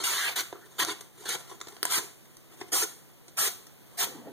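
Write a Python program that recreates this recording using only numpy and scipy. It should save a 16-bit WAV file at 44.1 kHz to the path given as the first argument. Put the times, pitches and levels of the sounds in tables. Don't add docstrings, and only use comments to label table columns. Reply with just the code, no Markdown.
import sys
import numpy as np
from scipy import signal
from scipy.fft import rfft, irfft
from scipy.io import wavfile
from scipy.ndimage import map_coordinates

SR = 44100
rng = np.random.default_rng(int(sys.argv[2]) if len(sys.argv) > 2 else 0)


def to_wav(s):
    ch = np.atleast_2d(s).T
    pcm = np.round(np.clip(ch, -1, 1) * 32767)
    wavfile.write(sys.argv[1], SR, pcm.astype(np.int16))


N = 190908
T = np.arange(N) / SR
HZ = np.fft.rfftfreq(N, 1 / SR)
TOP_HZ = 15800


def undb(db):
    return 10 ** (np.asarray(db) / 20)


def unit(x):
    return x / np.sqrt(np.mean(np.abs(x) ** 2))


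def colour(points):
    hz, db = np.transpose(points)
    return undb(np.interp(np.log(HZ + 1), np.log(hz), db))


def causal(x, gain):
    cepstrum = irfft(np.log(gain + 1e-6), N)[:N // 2]
    cepstrum[1:] *= 2
    response = irfft(np.exp(rfft(cepstrum, N)), N)[:2048]
    return signal.fftconvolve(x, response)[:N]


def walk(rate_hz):
    steps = rng.standard_normal(N // 10)
    return unit(np.interp(T * rate_hz, np.arange(len(steps)), steps))


def snaps(per_s, scatter_db, catch_hz, catch_db):
    breaks = rng.random((4, N)) < per_s / SR
    size = rng.choice([-1, 1], (4, N)) * undb(scatter_db * rng.standard_normal((4, N)))
    return unit(breaks * size * undb(catch_db * walk(catch_hz)))


def stroke(start, end, attack_s, db, hiss_db, sizzle_db, bite_db, parting_db):
    release_s, bite_s, parting_s = .0087, .02, .014
    hiss_fall_db_per_s, sizzle_fall_db_per_s, steady_flutter_db = 27, 41.5, -20
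    age = np.clip(T - start, 0, end - start)
    contact = np.clip(age / attack_s, 0, 1) * np.exp(-np.maximum(T - end, 0) / release_s)
    hiss = undb(hiss_db - hiss_fall_db_per_s * age)
    sizzle = undb(sizzle_db - sizzle_fall_db_per_s * age)
    bite = undb(bite_db) * np.exp(-np.maximum(age - attack_s, 0) / bite_s)
    parting = undb(parting_db) * np.exp((start + age - end) / parting_s)
    flutter = np.sqrt(undb(steady_flutter_db) ** 2 + bite ** 2 + parting ** 2)
    return undb(db) * contact * np.array([np.ones(N), hiss, sizzle, flutter])


def cutting():
    # hiss_db, sizzle_db, bite_db, parting_db
    cuts = [ (0.0, 0.029, 0.0017, -39.5, -2, -18, 0.5, -3), (0.034, 0.293, 0.0064, -33, 0, -2.5, -21, -3),
            (0.304, 0.328, 0.0059, -44.5, -5, 1.5, -13, -3),
            (0.355, 0.408, 0.0076, -32, -3, -4.5, -7.5, -20), (0.78, 0.83, .016, -29, -5.5, -9, -8.5, -0.5),
            (0.856, 0.92, 0.03, -36, -4.5, -16, -2.5, -4), (1.25, 1.287, 0.0046, -41.5, -6.5, -13, -9, -10),
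            (1.277, 1.351, 0.017, -36.5, -1, -5.5, -8.5, -0.5), (1.38, 1.405, 0.03, -52, 1.5, -5, 1, 4),
            (1.85, 1.905, .02, -43, -14, -14, -8, -9), (1.893, 1.985, .028, -31.5, 2, -3.5, -20, -2),
            (2.716, 2.835, 0.015, -36, 7.5, 5.5, 3, 0.5), (3.366, 3.479, 0.022, -34.5, 4.5, 6.5, -11, -7),
            (3.969, 4.041, 0.036, -31.5, 1.5, -1.5, -17, -4)]
    fibres = snaps(per_s=7000, scatter_db=3, catch_hz=418.4, catch_db=.18)
    return fibres * sum(stroke(*row) for row in cuts)


def sheet(drive, faders_db):
    # centre_hz, width_hz, boost_db
    modes = [(401, 93, 7), (715.6, 96, 8.5), (1037, 113, 4.5), (1372, 124, 6), (2030, 370, 3.5),
             (3550, 1600, 6.5), (6230, 1500, 3), (8160, 240, 0)]
    # freq_hz, relative_db
    rasp = [(200, -21), (400, -12.5), (620, -16), (800, -2), (1500, 4), (2400, 6), (3600, 1.5), (4700, 3),
            (6500, -28), (12000, -15.5)]
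    hiss = [(2500, -20), (4400, -4.5), (5500, 0.5), (7500, 5.5), (9500, 4.5), (11000, 0.5), (14000, -14.5)]
    sizzle = [(6000, 0), (9500, -21.5), (11000, 4.5), (13000, 8), (14500, 11.5), (15700, -1)]
    flutter = [(40, -19.5), (100, -5.5), (170, -4), (230, -16.5), (320, 0), (450, -5), (600, -14),
               (1000, -10.5), (3000, -48)]
    body = undb(sum(db / (1 + (2 * (HZ - hz) / width) ** 2) for hz, width, db in modes))
    voices = zip(drive, (rasp, hiss, sizzle, flutter), faders_db)
    return sum(undb(db) * causal(x, unit(body * colour(eq))) for x, eq, db in voices)


def handling(held_db=-67):
    # middle_s, half_length_s, drive_db
    rustles = [(0.425, .04, -59), (.77, 0.11, -58.5), (0.974, .06, -61), (1.227, 0.049, -49.5),
               (1.513, 0.031, -49.5), (1.72, 0.29, -60), (2.026, 0.044, -54), (2.528, 0.018, -52),
               (2.608, 0.026, -52.5), (2.684, 0.0064, -55), (3.946, 0.027, -60.5)]
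    # rasp_db, hiss_db, sizzle_db, flutter_db
    balance = (-6, -6, -14, -4)
    creases = snaps(per_s=4600, scatter_db=3, catch_hz=94, catch_db=2.5)
    swells = sum(undb(db) * np.exp(-((T - s) / half_s) ** 2) for s, half_s, db in rustles)
    return creases * undb(balance)[:, None] * (undb(held_db) + swells)


def diffuse(likeness, port_spacing_s=.00016):
    alike = np.clip(likeness, 0, 1) * np.sinc(2 * HZ * port_spacing_s)
    mid, side = rfft(rng.standard_normal((2, N)))
    mid, side = mid * np.sqrt((1 + alike) / 2), side * np.sqrt((1 - alike) / 2)
    return irfft(np.array([mid + side, mid - side]), N)


def air(level_db=-56, drift_db=.5):
    # freq_hz, relative_db
    eq = [(25, -1), (60, -8), (120, 8.5), (200, 2.5), (400, -1.5), (700, -9), (1300, -15), (2500, -13.5),
          (5000, -20), (10000, -18), (15700, -16)]
    noise = irfft(rfft(diffuse(likeness=.41)) * colour(eq), N)
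    return unit(noise) * undb(level_db + drift_db * walk(5.38))


def ticks():
    # start_s, drive_db, brightness_hz, relative_flutter_db, decay_s
    hits = [ (0.038, -39.5, 9000, -1, 0.0017), (0.3637, -39, 13000, -9, 0.00054),
            (0.407, -23, 8900, -10, 0.00074), (0.5269, -25.5, 1390, -2.5, 0.0021),
            (0.7998, -20.5, 7040, -8.5, 0.00062), (0.8491, -22.5, 14000, -11, 0.00056),
            (1.0085, -42.5, 13800, -5, 0.0045), (1.2568, -37.5, 6450, 1.5, 0.0047),
            (1.29, -27.5, 9900, -4, 0.0026), (1.354, -28.5, 5900, -1, 0.00085),
            (1.513, -45.5, 3580, 6.5, 0.0056), (1.603, -43, 7000, 1, 0.0024),
            (1.613, -28.5, 7300, -1, 0.0011), (1.671, -39.5, 6000, 2.5, 0.0027),
            (1.684, -44, 12400, -21, 0.0048), (1.722, -45.5, 1990, 2, 0.0048),
            (1.766, -35.5, 4500, -16, 0.0015), (1.8295, -17, 14800, -6, 0.0007),
            (1.853, -15.5, 11400, -5.5, 0.00046), (2.368, -47, 13100, -26, 0.0024),
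            (2.6118, -27.5, 2550, -6.5, 0.0054), (2.732, -38.5, 14000, 4, 0.0047),
            (3.281, -48, 6600, -11, 0.0081), (3.668, -48.5, 12000, -23, 0.0033)]
    # rasp_db, hiss_db, sizzle_db
    balance = (-1.5, 4.5, 1.5)
    drive, crease = np.zeros((4, N)), rng.choice([-1, 1], (4, N))
    for start, db, bright_hz, flutter_db, decay_s in hits:
        burst = (T >= start) * np.exp(-np.clip((T - start) / decay_s, 0, 20)) * crease
        softened = signal.lfilter(*signal.butter(2, min(bright_hz, TOP_HZ), fs=SR), burst)
        drive += undb(db + np.append(balance, flutter_db))[:, None] * softened
    return drive


def flank_rubs(fade_s=.01):
    # start_s, end_s, start_hz, end_hz, width_hz, start_db, end_db
    rubs = [(.1, 0.297, 1405, 2409, 1904, -51.5, -36.5), (0.546, 0.589, 1330, 1250, 578, -56.5, -64),
            (0.604, 0.656, 1346, 1805, 583, -68, -65)]
    out = np.zeros(N)
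    for start, end, start_hz, end_hz, width_hz, start_db, end_db in rubs:
        pitch_hz = np.interp(T, [start, end], [start_hz, end_hz])
        level_db = np.interp(T, [start, end], [start_db, end_db])
        phase = 2 * np.pi * np.cumsum(pitch_hz) / SR
        band = walk(width_hz) * np.sin(phase) + walk(width_hz) * np.cos(phase)
        fade = np.clip(np.minimum(T - start, end - T) / fade_s, 0, 1)
        out += fade * undb(level_db) * band
    return out


def swinging_strips(start_s=4.07, level_db=-50, swing_hz=9.3, depth_db=2.2):
    # freq_hz, relative_db
    eq = [(40, -37), (120, -1.5), (260, 3), (400, -1.5), (600, -11.5), (850, -13), (1300, -26.5),
          (2500, -27.5), (6000, -39), (15000, -67)]
    age = T - start_s
    pulse = undb(level_db + depth_db * np.cos(2 * np.pi * swing_hz * age))
    flaps = snaps(per_s=4300, scatter_db=1, catch_hz=68.7, catch_db=.5)[0]
    return (age > 0) * pulse * unit(causal(flaps, colour(eq)))


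def direct(x):
    # time_s, left_lead_ms
    bearing = [(0, 0.031), (.4, 0.013), (.85, 0.018), (1.3, 0.024), (1.95, 0.078), (2.8, 0.11), (3.45, 0.1),
               (4, 0.065)]
    lead_samples = np.interp(T, *np.transpose(bearing)) * SR / 1000
    return np.array([x, map_coordinates(x, [np.arange(N) - lead_samples], order=5)])


def echoes(x, noise, t60_s, first_s):
    age = T[:noise.shape[1]]
    fade = (age > first_s) * np.exp(-np.log(1000) * age / t60_s)
    return signal.fftconvolve(x[None], noise * fade / np.sqrt(np.sum(fade ** 2)), axes=1)


def nearby(x, block=1536):
    out, noise = np.zeros((2, N + block)), diffuse(likeness=.78)
    for i in range(0, N - block, block):
        scattered = echoes(x[i:i + block], noise[:, i:i + block], t60_s=.032, first_s=.0004)
        out[:, i:i + 2 * block - 1] += scattered
    return out[:, :N]


def scene(near_db=1.5, room_db=-7):
    slicing = sheet(cutting() + handling(), faders_db=(-6, -3.5, -5, -5.5))
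    slicing = slicing + flank_rubs() + swinging_strips()
    buckling = sheet(ticks(), faders_db=(-7, -3.5, -4, -1.5))
    paper = slicing + buckling
    near = nearby(slicing + .5 * buckling)
    room = echoes(paper, diffuse(likeness=.69)[:, :SR], t60_s=.41, first_s=.008)[:, :N]
    return direct(paper) + undb(near_db) * near + undb(room_db) * room + air()


def record(dry):
    delay_s = 1 / 2596
    opposite = irfft(rfft(dry[::-1]) * np.exp(-2j * np.pi * HZ * delay_s), N)
    high_cut = signal.ellip(12, .2, 80, TOP_HZ, fs=SR, output="sos")
    return signal.sosfilt(high_cut, dry - opposite)


dry = scene()
out = record(dry)
to_wav(out)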